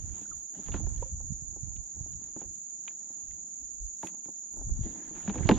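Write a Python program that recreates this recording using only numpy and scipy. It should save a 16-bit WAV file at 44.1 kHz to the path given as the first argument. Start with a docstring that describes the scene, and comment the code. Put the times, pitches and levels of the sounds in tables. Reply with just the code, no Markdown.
"""On a marsh, a kayak drifts amid a dense insect chorus near 7 kHz, heard mostly to the right.
Narrow-band noise makes the chorus; low noise and single pulses make wind buffet the microphone ports.
Filtered noise makes the rustle of an angler's sleeve, the hush of the marsh and water under the hull.
Damped sines ring as drops, ticking tackle and the plastic hull, which gear scrapes and knocks,
hardest at the end."""
import sys
import numpy as np
from scipy import signal
from scipy.fft import rfft, irfft, next_fast_len
from scipy.io import wavfile
from scipy.ndimage import uniform_filter1d, map_coordinates

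SR = 44100
rng = np.random.default_rng(int(sys.argv[2]) if len(sys.argv) > 2 else 0)


def unload_audio(sound):
    """Save the sound as a 16-bit wav file, at the path given as the first command line argument."""
    columns = np.transpose(np.atleast_2d(sound))
    # keep every value between -1 and 1, then stretch to whole-number steps
    steps = np.round(np.clip(columns, -1, 1) * 32767)
    wavfile.write(sys.argv[1], SR, steps.astype(np.int16))


N = 246367
TIME = np.arange(N) / SR  # the whole scene, s
AFTER = np.arange(SR // 6) / SR  # time since a single event, s


def amp(db):
    """Level: decibels to an amplitude gain."""
    return 10 ** (np.asarray(db) / 20)


def unit(x):
    """Normalisation: x at rms 1."""
    return x / np.sqrt(np.mean(x ** 2) + 1e-20)


def curves(rows):
    """Linear interpolation: one value per sample for each column after the time."""
    seconds, *columns = np.transpose(rows)
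    return [np.interp(TIME, seconds, column) for column in columns]


def wobble(rate):
    """Slow modulation: a smooth random curve with rate knots a second."""
    knots = rng.standard_normal(int(N * rate / SR) + 4)
    return map_coordinates(knots, [TIME * rate])


def pan(db):
    """Constant-power panning: gains for a left minus right level difference."""
    gains = amp(np.array([db, -db]).reshape(2, -1) / 2)
    return gains / np.sqrt(np.mean(gains ** 2, axis=0))


def filtered(x, response):
    """Linear filtering: x multiplied by a response in the frequency domain."""
    n = x.shape[-1]
    padded = next_fast_len(n + SR // 4)
    hz = np.fft.rfftfreq(padded, 1 / SR)
    return irfft(rfft(x, padded) * response(hz), padded)[..., :n]


def noise(spectrum, alike, size=N):
    """Coloured noise: stereo, rms 1, mixed from mid and side to a left-right correlation."""
    hz, db = np.transpose(spectrum)

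    def colour(f):
        return amp(np.interp(np.log(f + 1), np.log(hz + 1), db, left=-120, right=-120))

    mid, side = filtered(rng.standard_normal((2, size)), colour)
    turn = np.arccos(np.clip(alike, -1, 1)) / 2
    return unit(np.cos(turn) * mid + np.sin(turn) * np.array([side, -side]))


def patchy(x, depth_db):
    """Time-frequency modulation: brief random swells shared by neighbouring frequencies."""
    bins = signal.stft(x, nperseg=256)[2]
    field = rng.standard_normal(bins.shape[1:])
    field = uniform_filter1d(field, size=4, axis=0)
    field = uniform_filter1d(field, size=14, axis=1)
    return signal.istft(bins * amp(depth_db * unit(field)), nperseg=256)[1][:, :N]


def fade(t, t60):
    """Exponential decay: 60 dB in t60 seconds."""
    return np.exp(-np.log(1000) * t / t60)


def held(start, end, rise_s, fall_s):
    """Exponential envelope: builds about 50 dB in rise_s, holds, dies about 60 dB in fall_s."""
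    end = max(start, end)
    corners = [start - 2 * rise_s, start, end, end + 2 * fall_s]
    log_gain = np.log(1000) * np.array([-1.65, 0.009, -0.0041, -2.03])
    return np.exp(np.interp(TIME, corners, log_gain))


def ring(hz, t60, attack, delay=0, glide=0):
    """Damped oscillation: a sine with a soft start after a delay, gliding in octaves a second."""
    t = np.maximum(AFTER - delay, 0)
    swing = np.sin(2 * np.pi * hz * t * 2 ** (glide * t / 2))
    return swing * fade(t, t60) * (1 - np.exp(-t / attack))


def add(track, s, sound):
    """Superposition: mix a sound into the track at s seconds."""
    part = track[:, max(round(s * SR), 0):][:, :sound.shape[-1]]
    part += sound[..., :part.shape[1]]


CHORUS_DB, CHORUS_LEAN_DB = -41.5, -5  # level, left minus right
# Spread of the insects' pitches. Each row: frequency in Hz, relative density in dB per Hz.
SONG_SPECTRUM = [(5000, -48), (5600, -35.5), (6000, -24), (6300, -13), (6500, -5.5), (6790, 0),
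                 (6860, -2.5), (6925, 0.5), (7100, -7.5), (7250, -17.5), (7500, -28.5), (7750, -38.5),
                 (8200, -40.5), (8800, -55.5)]


def insects():
    """Incoherent summation: countless singers, each a little off pitch, merge into one narrow band."""
    level = amp(CHORUS_DB + 0.17 * wobble(5.3))
    return level * pan(CHORUS_LEAN_DB) * noise(SONG_SPECTRUM, alike=-0.21)


GUST_RISE_S, GUST_FALL_S = 0.14, 0.26  # time to build by about 50 dB, to die by about 60 dB
WAKE_DB, WAKE_S = -13.5, 0.68  # stirred air around a gust of one second, and its 60 dB fall time
# Gusts on the ports. Each row: start in seconds, end in seconds, swell level in dB,
# left minus right in dB, quick buffet over slow swell in dB.
GUST_ROWS = [(0.0, 0.108, -45.5, -7.5, 3), (0.318, 0.358, -51.5, 1.5, -4.5), (0.712, 1.036, -36.5, -11, 0),
             (1.133, 1.36, -43.5, -5, 1.5), (1.424, 1.557, -45, -17, -1), (1.614, 1.803, -43.5, -15, -4),
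             (1.979, 2.19, -52, -5.5, 5), (2.245, 2.35, -63, 4, 0.5), (2.467, 2.486, -48, -14, -0.5),
             (3.288, 3.327, -48, -14.5, -7), (3.631, 3.666, -55, 1, -7.5), (3.816, 3.851, -38, -8.5, -16.5),
             (4.592, 4.675, -41, 4, -18), (4.677, 4.844, -38.5, 5, 0), (5.05, 5.25, -58, -5, -8),
             (5.27, 5.364, -48, -6.5, 2.5), (5.403, 5.59, -38.5, -9, 5.5)]


def gusts():
    """Power addition: gusts and their wakes set swell and buffet; longer gusts stir more air."""
    swell, buffet = np.zeros((2, 2, N))
    for start, end, db, lean_db, buffet_db in GUST_ROWS:
        wake = amp(WAKE_DB) * np.sqrt(abs(end - start)) * held(start, end, WAKE_S / 2, WAKE_S)
        envelope = np.maximum(held(start, end, GUST_RISE_S, GUST_FALL_S), wake)
        power = (amp(db) * pan(lean_db)) ** 2 * envelope ** 2
        swell += power
        buffet += power * amp(buffet_db) ** 2
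    return np.sqrt(swell), np.sqrt(buffet)


# Slow swell of the wind. Each row: frequency in Hz, relative density in dB per Hz.
SWELL_SPECTRUM = [(14, -18.5), (25, -5.5), (36, -1), (50, -3.5), (70, -17), (130, -38)]
# Quick buffeting of the wind. Each row: frequency in Hz, relative density in dB per Hz.
BUFFET_SPECTRUM = [(35, -20.5), (60, 3), (85, -0.5), (125, -7.5), (180, -14), (280, -41.5), (500, -45)]
# Single eddies that hit a port. Each row: centre in seconds, level in dB, frequency in Hz,
# left minus right in dB.
EDDY_ROWS = [(0.046, -31, 70, -24), (0.794, -31.5, 130, -7), (0.815, -31, 85, -14),
             (0.84, -26.5, 92.5, -22), (1.308, -27, 116, -26), (1.323, -26.5, 132, -22),
             (1.426, -36.5, 122, -25), (1.637, -29.5, 102, -20), (2.011, -29.5, 106, -24),
             (2.137, -39.5, 110, -2), (2.155, -40, 100, -7), (4.672, -31.5, 108, 16), (4.722, -19, 45, -23),
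             (4.794, -26, 145, 29), (4.813, -23, 81, 6), (5.409, -23, 109, -17), (5.458, -14.5, 112, -30)]


def wind(swell, buffet):
    """Turbulence: lumpy noise that differs between the ports; a strong eddy is one push and pull."""
    lumps = amp(3.7 * np.array([wobble(25), wobble(25.07)]))
    out = swell * noise(SWELL_SPECTRUM, alike=0.15)
    out += buffet * unit(lumps * noise(BUFFET_SPECTRUM, alike=0.43))
    middle = AFTER[-1] / 2
    for s, db, hz, lean_db in EDDY_ROWS:
        phase = (np.pi * hz * (AFTER - min(s, middle))) ** 2
        pulse = (2 * phase - 1) * np.exp(-phase)
        add(out, s - middle, amp(db) * pan(lean_db) * pulse)
    return out


RUB_RISE_S, RUB_FALL_S = 0.089, 0.16  # time to build by about 50 dB, to die by about 60 dB
RUSTLE_GAIN_DB = 10.0  # raises the strokes and the reach's rustle alike
# Strokes of the sleeve. Each row: start in seconds, end in seconds, level in dB before that gain.
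STROKES = [(0.0, 0.387, -74.5), (0.149, 0.234, -65.5), (0.553, 0.732, -64.5), (0.743, 0.775, -56),
           (0.804, 1.09, -71.5), (2.204, 2.304, -76.5), (2.38, 2.434, -72), (2.876, 2.91, -70.5),
           (5.294, 5.304, -58)]
# The arm reaches back: its rubbing comes and goes, and is loudest at the end. Each row: time in
# seconds, rustle level in dB before that gain, level of its low body in dB.
REACH_LEVELS = [(4.45, -100, -100), (4.55, -90, -61), (4.8, -71.5, -69), (4.86, -64, -44), (4.97, -65, -51),
                (5.07, -66.5, -58), (5.17, -61.5, -53.5), (5.25, -62, -70), (5.33, -62.5, -56),
                (5.37, -58, -43.5), (5.59, -52, -40)]
# Rustle of the cloth. Each row: frequency in Hz, relative density in dB per Hz.
CLOTH_SPECTRUM = [(100, -9), (180, 10.5), (320, 4.5), (480, -5.5), (800, -4), (1200, -10.5), (1750, -10),
                  (2400, -16), (3500, -13.5), (4500, -20.5), (8000, -34), (15000, -52.5)]
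# Low body of the rubbing. Each row: frequency in Hz, relative density in dB per Hz.
BODY_SPECTRUM = [(110, -23), (200, 0), (320, 4.5), (430, -13), (560, -18.5), (900, -23), (1400, -36.5)]


def sleeve():
    """Stick-slip friction: cloth catches and slips in small uneven grains, in strokes and one reach."""
    reach_db, body_db = curves(REACH_LEVELS)
    power = amp(reach_db) ** 2
    for start, end, db in STROKES:
        power += (amp(db) * held(start, end, RUB_RISE_S, RUB_FALL_S)) ** 2
    grain = amp(1.3 * wobble(220) + 0.84 * wobble(49))
    cloth = unit(grain * patchy(noise(CLOTH_SPECTRUM, alike=0.62), depth_db=3))
    rustle = np.sqrt(power) * amp(RUSTLE_GAIN_DB) * cloth
    return rustle + amp(body_db) * unit(grain * noise(BODY_SPECTRUM, alike=1.0))


RIPPLE_DB, CALM_DB = -19.5, -70  # water under the hull: relative to the buffeting, and at rest
SLOSH_DB, SLOSH_S = -25, 0.54  # water stirred by a blow, relative to it, and its 60 dB time
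SPLASH_S, SPLASH_DB, SPLASH_WIDTH_S = 4.06, -54, 0.037  # one brief splash: crest, level, width
# Water murmuring in the hollow hull. Each row: frequency in Hz, relative density in dB per Hz.
HOLLOW_SPECTRUM = [(90, -19.5), (180, 6.5), (320, 5.5), (450, -12.5), (600, -14), (820, -13.5), (1150, -22),
                   (1800, -32)]
# Drops that trap a bubble. Each row: start in seconds, relative level in dB, frequency in Hz,
# 60 dB decay time in seconds, pitch glide in octaves a second.
DROP_ROWS = [(0.254, -54, 1425, 0.041, 6), (0.314, -44.5, 1356, 0.052, -10.5), (0.72, -52, 644, 0.051, 12),
             (0.835, -48, 697, 0.051, -3), (1.026, -33.5, 947, 0.031, 1), (1.0236, -29.5, 466, 0.028, 26),
             (1.055, -52.5, 529, 0.14, -0.5), (4.033, -34, 890, 0.043, -3.5)]
# Fizz of the splash. Each row: frequency in Hz, relative density in dB per Hz.
SPRAY_SPECTRUM = [(500, 17.5), (2500, 5.5), (5000, 3), (8000, 8), (12000, -6.5), (15500, -7)]


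def water(buffet):
    """Bubble resonance: drops ring, gusts and blows stir a murmur in the hull, a splash fizzes."""
    power = amp(CALM_DB) ** 2 + amp(RIPPLE_DB) ** 2 * np.mean(buffet ** 2, axis=0, keepdims=True)
    settling = fade(TIME[:SR], SLOSH_S)
    for s, db, *_ in BLOWS:
        add(power, s, (amp(db + SLOSH_DB) * settling) ** 2)
    out = np.sqrt(power) * unit(amp(2.1 * wobble(40)) * noise(HOLLOW_SPECTRUM, alike=0.83))
    for s, db, hz, t60, glide in DROP_ROWS:
        bubble = ring(hz, t60, attack=0.0019, glide=glide)
        add(out, s, amp(db + 4.5) * pan(-5.0) * bubble)
    spray = amp(SPLASH_DB) * np.exp(-((TIME - SPLASH_S) / SPLASH_WIDTH_S) ** 2)
    return out + spray * unit(amp(1.5 * wobble(540)) * noise(SPRAY_SPECTRUM, alike=0.39))


# Open air over the water. Each row: frequency in Hz, relative density in dB per Hz.
AIR_SPECTRUM = [(25, -17), (45, -3.5), (110, -10), (165, 1.5), (320, -7), (560, -24), (780, -17.5),
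                (1200, -25), (1700, -24), (2400, -26.5), (5000, -28.5), (7000, -56.5)]
# Distant reeds. Each row: frequency in Hz, relative density in dB per Hz.
REED_SPECTRUM = [(300, -11), (520, -5.5), (780, 1), (1150, -10), (1750, -13), (2600, -29.5)]
# Faint high hiss. Each row: frequency in Hz, relative density in dB per Hz.
HISS_SPECTRUM = [(3000, -7.5), (5000, -3), (8000, -16), (11000, -4), (15500, -9.5)]
# Course of that hiss. Each row: time in seconds, level in dB.
HISS_COURSE = [(0, -77), (0.85, -77), (1.4, -85), (2.95, -87), (3.6, -80), (5.59, -80.5)]


def air():
    """Diffuse sound: open air, a very wide rush of reeds and a thin, decorrelated hiss on top."""
    hiss_db, = curves(HISS_COURSE)
    hush = amp(-66.5) * noise(AIR_SPECTRUM, alike=0.34) + amp(-68) * noise(REED_SPECTRUM, alike=-0.86)
    drift = amp(1.7 * wobble(2.4) - 0.7)
    return drift * patchy(hush, depth_db=2) + amp(hiss_db) * noise(HISS_SPECTRUM, alike=0.023)


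LAPS_PER_S, LAP_DB, LAP_SCATTER_DB = 2, -61, 2  # wavelets that pat the hull at random


def laps():
    """Random arrivals: faint, soft pats of wavelets, one in each equal slot, as rows like the blows."""
    count = round(LAPS_PER_S * N / SR)
    slot_s = N / SR / count
    return [((k + rng.random()) * slot_s, rng.normal(LAP_DB, LAP_SCATTER_DB), 0, 0, 0.004)
            for k in range(count)]


ZIP_S, ZIP_END_S, ZIP_DB = 0.18, 0.2, -51  # start, end, level
ZIP_HZ, ZIP_RISE_HZ_PER_S = 7330, 6000


def chirp():
    """Frequency modulation: a single brief note on the right rises just above the chorus."""
    hz = ZIP_HZ + ZIP_RISE_HZ_PER_S * (np.clip(TIME, ZIP_S, ZIP_END_S) - ZIP_S) + 80 * wobble(500)
    note = unit(np.sin(2 * np.pi * np.cumsum(hz) / SR))
    return amp(ZIP_DB) * pan(-12) * held(ZIP_S, ZIP_END_S, 0.04, 0.03) * note


CLICK_DB, SOFT_DB = -14.5, -34  # click relative to the hardest blow; how much weaker for the softest
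CLICK_T60_S = 0.054
WAVE_LIFT_DB = 2  # a hard blow puts more of its force into the first wave
FRONT_HZ = 7000  # the highest, fastest part of that wave
SPOT_DETUNE = 0.041  # how far the spot that is struck shifts each mode, as a fraction
PORT_SPREAD_CYCLES = 0.066  # how unevenly a mode reaches the two ports
# Blows and slaps on the hull. Each row: start in seconds, relative level in dB, hardness from 0 to 1,
# weight of the lowest modes in dB, travel time through the shell at 1 kHz in seconds.
BLOWS = [(0.211, -53, .05, 14, 0.0049), (0.584, -46.5, 0.4, 7, 0.0035), (0.683, -36.5, 0.88, -3, 0.0059),
         (0.7414, -26.5, 0.75, 0.5, 0.004), (0.797, -38, .05, 2.5, 0.0058), (0.865, -37, 0.62, -3, .005),
         (1.202, -41, 0.1, -16, 0.0032), (1.561, -39.5, 0, -8, 0.0037), (1.674, -53.5, 0, -4, 0.0045),
         (1.714, -53, 0.03, -8, 0.0038), (1.962, -51.5, .05, 6, 0.004), (1.996, -47.5, 0.3, -5, .005),
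         (2.059, -44.5, 0.2, -2.5, 0.0035), (2.21, -51.5, .3, 3, 0.0049), (2.281, -58, .8, 1, 0.0042),
         (2.362, -34.5, 0.51, 2, .002), (2.4139, -35, 0.69, -6, 0.0033), (2.439, -43.5, 0.3, -2.5, 0.0041),
         (3.099, -47, 0.4, -3.5, 0.0042), (4.0293, -29, 0.8, -8, .005), (4.045, -39.5, .05, 3, 0.0029),
         (4.138, -45.5, 0.3, -12, 0.0045), (4.174, -55.5, .1, 0, .004), (4.253, -50, 0.97, 5, 0.0054),
         (4.282, -38.5, .05, -5, 0.0042), (4.535, -50, .05, 3.5, 0.0045), (4.567, -40, 0.1, -5, 0.0031),
         (4.591, -40.5, 0.2, -10, .002), (4.611, -37, 0.1, -7, 0.00291), (4.692, -45.5, 0.63, 0, 0.0041),
         (4.864, -41, 0.5, -11, 0.0041), (4.957, -42.5, .4, -12, 0.0039), (5.108, -46.5, .5, 7, 0.0038),
         (5.277, -30, 0.97, -11, 0.0035), (5.297, -31, 1, -9, 0.0029), (5.342, -34.5, 0.84, -3, 0.0038),
         (5.355, -29.5, 0.77, -6.5, 0.0052), (5.385, -36.5, 0.97, -13, .005),
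         (5.404, -29.5, 0.1, -2, 0.0037), (5.455, -36, .65, -1, 0.0038), (5.4902, -5.5, 0.75, -6.5, 0.0035),
         (5.511, -11.5, 0.85, -3, 0.0021)]
# Modes of the hull. Each row: frequency in Hz, relative level in dB, 60 dB decay time in seconds.
HULL_MODES = [(197.4, -5.5, 0.089), (267.6, -7.5, 0.077), (312.4, -1, 0.087), (388, -5, 0.086),
              (524.7, -7, 0.092), (715, -5.5, 0.052), (829.5, -2, 0.049), (1003, -5.5, 0.048),
              (1147, 4, 0.0068), (1637, 1.5, 0.02), (2360, -1.5, 0.012), (3040, -1.5, 0.0072),
              (3650, -14, 0.013)]
# First bending wave. Each row: frequency in Hz, relative level in dB.
BEND_RESPONSE = [(80, -27), (200, -1), (400, -0.5), (850, 0.5), (1500, -1), (2550, 9), (3700, 3),
                 (4600, -11.5), (7000, -24)]
# Contact noise. Each row: frequency in Hz, relative density in dB per Hz.
CRACK_SPECTRUM = [(300, -11), (900, 11.5), (2000, 7), (3600, -0.5), (4500, -12.5), (8000, -20.5),
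                  (15000, -59)]


def hull():
    """Dispersion: bending waves cross the shell treble first and wake each mode; hard blows are brighter."""
    out = np.zeros((2, N))
    bend_hz, bend_db = np.transpose(BEND_RESPONSE)
    force_hz = [259, 463, 882, 2030]
    for s, knock_db, hardness, weight_db, travel_s in BLOWS + laps():
        click_db = knock_db + CLICK_DB + SOFT_DB * (1 - min(hardness, 1))
        force_levels = [knock_db + weight_db, knock_db - 9.5, knock_db - 9.0, click_db - 3.0]

        def force_db(hz):
            return np.interp(np.log(hz), np.log(force_hz), force_levels)

        # bending speed grows with the root of frequency, so the pitch sweeps down
        front_s = travel_s * np.sqrt(1000 / FRONT_HZ)
        sweep_hz = FRONT_HZ * (front_s / (front_s + AFTER)) ** 2
        sweep_db = force_db(sweep_hz) + np.interp(np.log(sweep_hz), np.log(bend_hz), bend_db)
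        low_cut = np.minimum(sweep_hz / bend_hz[0], 1) ** 2
        wave = amp(sweep_db) * low_cut * np.sin(2 * np.pi * np.cumsum(sweep_hz) / SR)
        crack = fade(AFTER, CLICK_T60_S) * noise(CRACK_SPECTRUM, alike=0.81, size=len(AFTER))
        blow = amp(WAVE_LIFT_DB * hardness) * pan(-1.2) * wave + amp(click_db + 3.0) * crack
        for hz, db, t60 in HULL_MODES:
            pitch = hz * (1 + SPOT_DETUNE * rng.standard_normal())
            # each port hears its own part of the shell
            port_lag = PORT_SPREAD_CYCLES * rng.standard_normal((2, 1)) / hz
            arrival = front_s * (np.sqrt(FRONT_HZ / hz) - 1) + port_lag
            mode = ring(pitch, t60, attack=.5 / hz, delay=arrival)
            blow = blow + amp(db + force_db(hz)) * pan(rng.normal(-1.2, 3.0)) * mode
        add(out, s, blow)
    return filtered(out, lambda hz: 1 / (1 + (hz / 7500) ** 4))  # soft plastic swallows the top


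SLIPS_PER_S, SCRAPE_Q = 600, 2.2  # rate of the slips, sharpness of their ring
SCRAPE_EDGE_S = 0.033  # time to build by about 50 dB or die by about 60 dB
# Gritty scrapes of gear along the hull. Each row: start in seconds, end in seconds, level in dB,
# centre frequency in Hz.
SCRAPE_ROWS = [(0.555, 0.555, -65, 1590), (0.63, 0.641, -68, 1290), (0.73, 0.734, -59, 2700),
               (0.757, 0.763, -59, 2380), (2.424, 2.43, -68, 2420), (2.87, 2.883, -65, 2700),
               (4.064, 4.088, -63, 2300), (4.832, 4.896, -69, 3400), (4.974, 4.983, -65, 1890),
               (5.157, 5.168, -59, 2500), (5.2, 5.213, -61, 1650), (5.383, 5.382, -53.5, 2400),
               (5.435, 5.437, -53, 1820), (5.474, 5.492, -54, 3360), (5.536, 5.554, -53, 3330)]


def scrapes():
    """Stick-slip excitation: gear slips at random along the hull, each slip ringing one broad resonance."""
    out = np.zeros((2, N))
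    for start, end, db, hz in SCRAPE_ROWS:
        slipping = rng.random(N) < SLIPS_PER_S / SR
        slips = slipping * (rng.standard_normal(N) + 0.51 * rng.standard_normal((2, N)))

        def resonance(f):
            return (1j * f * hz / (SCRAPE_Q * (hz ** 2 - f ** 2) + 1j * f * hz)) ** 2

        grit = unit(filtered(slips, resonance))
        out += amp(db) * held(start, end, SCRAPE_EDGE_S, SCRAPE_EDGE_S) * grit
    return out


TICK_T60_S, STRIKE_T60_S = 0.012, 0.006  # decay of a tick's main mode and of its bright upper mode
REBOUND_S, REBOUND_DB = 0.0027, -7  # a ticking part lands again after roughly this time
# contact noise of a tick, its faint tail and the tail's 60 dB time
CHATTER_DB, CHATTER_TAIL_DB, CHATTER_TAIL_S = -16, -22, 0.1
SNAP_T60_S = 0.01
# Ticks of the tackle. Each row: start in seconds, relative level in dB, ring frequency in Hz.
TICK_ROWS = [(0.664, -41, 3200), (0.7198, -29, 2800), (0.7415, -24.5, 1490), (0.7457, -39, 2600),
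             (0.976, -43.5, 3300), (1.024, -48, 2600), (1.7646, -42, 2920), (2.133, -46, 3100),
             (2.4145, -50, 1740), (2.552, -50.5, 3050), (2.8797, -22, 2466), (2.911, -50, 1350),
             (3.312, -42, 2050), (4.0292, -41, 2150), (4.0707, -26, 2610), (5.183, -42, 2120),
             (5.23, -40, 1800), (5.278, -37, 1840), (5.2945, -32, 2660), (5.38, -33, 1800),
             (5.428, -42, 1770), (5.49, -9.5, 2310), (5.504, -31, 3450), (5.5113, -16.5, 2700)]
# Small parts scuffing. Each row: frequency in Hz, relative density in dB per Hz.
CLINK_SPECTRUM = [(400, -15), (800, -3), (1500, -5), (2500, 3.5), (3700, -3), (4700, -19), (8000, -38.5),
                  (15000, -51)]
# Sharp, bright snaps. Each row: start in seconds, relative level in dB, brightest frequency in Hz.
SNAP_ROWS = [(0.6693, -53.5, 7500), (1.6057, -59.5, 9500), (3.599, -54, 8000), (4.0712, -35.5, 7400),
             (4.5317, -45.5, 8000), (4.575, -43.5, 8000), (5.4908, -20.5, 4250)]


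def tackle():
    """Impact and rebound: small hard parts ring a pair of modes twice; the sharpest contacts snap."""
    out = np.zeros((2, N))
    for s, db, hz in TICK_ROWS:
        def tone(delay):
            main = ring(hz, TICK_T60_S, attack=0.00043, delay=delay)
            return main + 1.37 * ring(hz * 1.237, STRIKE_T60_S, attack=0.00035, delay=delay)

        rebound_s = np.round(REBOUND_S * hz) / hz  # it lands again in step with its own swing
        tones = tone(0) + amp(REBOUND_DB) * tone(rebound_s)
        dying = fade(AFTER, TICK_T60_S) + amp(CHATTER_TAIL_DB) * fade(AFTER, CHATTER_TAIL_S)
        onset = 1 - fade(AFTER, 0.0027)
        chatter = dying * onset * noise(CLINK_SPECTRUM, alike=0.7, size=len(AFTER))
        add(out, s, amp(db - 9) * tones + amp(db + CHATTER_DB) * chatter)
    for s, db, hz in SNAP_ROWS:
        colour = [(0.45 * hz, -24), (hz, 0), (1.62 * hz, -15), (2.4 * hz, -36), (3 * hz, -60)]
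        snap = noise(colour, alike=0.26, size=len(AFTER))
        add(out, s, amp(db - 3.5) * fade(AFTER, SNAP_T60_S) * snap)
    return out


# Low booms of one panel mode under a bump and the final hard blows. Each row: start in seconds,
# peak level in dB, frequency in Hz, 60 dB decay time in seconds.
BOOM_ROWS = [(5.279, -24.5, 198.3, 0.079), (5.4925, -11.5, 288, 0.032), (5.514, -11.5, 212.5, 0.043)]
# Gear left ringing by hard blows. Each row: start in seconds, level in dB, frequency in Hz,
# 60 dB decay time in seconds.
GEAR_RINGS = [(5.297, -41, 954, 0.056), (5.357, -36.5, 497, 0.12), (5.36, -35, 309, 0.07),
              (5.493, -22, 510, 0.07), (5.512, -36, 1020, 0.17), (5.514, -28, 385, 0.17)]


def booms():
    """Modal resonance: a blow swells the panel over a few cycles; hard blows leave gear ringing."""
    out = np.zeros((2, N))
    for s, db, hz, t60 in BOOM_ROWS:
        swing = ring(hz, t60, attack=0.025)
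        add(out, s, amp(db) * pan(-1) * swing / np.abs(swing).max())
    for s, db, hz, t60 in GEAR_RINGS:
        add(out, s, amp(db) * pan(-1) * ring(hz, t60, attack=.5 / hz))
    return out


def scene():
    """Superposition in a free field: every source adds in the open, with no room around it."""
    swell, buffet = gusts()
    background = insects() + wind(swell, buffet) + sleeve() + water(buffet) + air()
    return background + chirp() + hull() + scrapes() + tackle() + booms()


TOP_HZ = 15700  # upper band limit


def record(dry):
    """Band limiting: nothing passes at or above the upper limit."""
    return filtered(dry, lambda hz: hz < TOP_HZ)


dry = scene()
out = record(dry)
unload_audio(out)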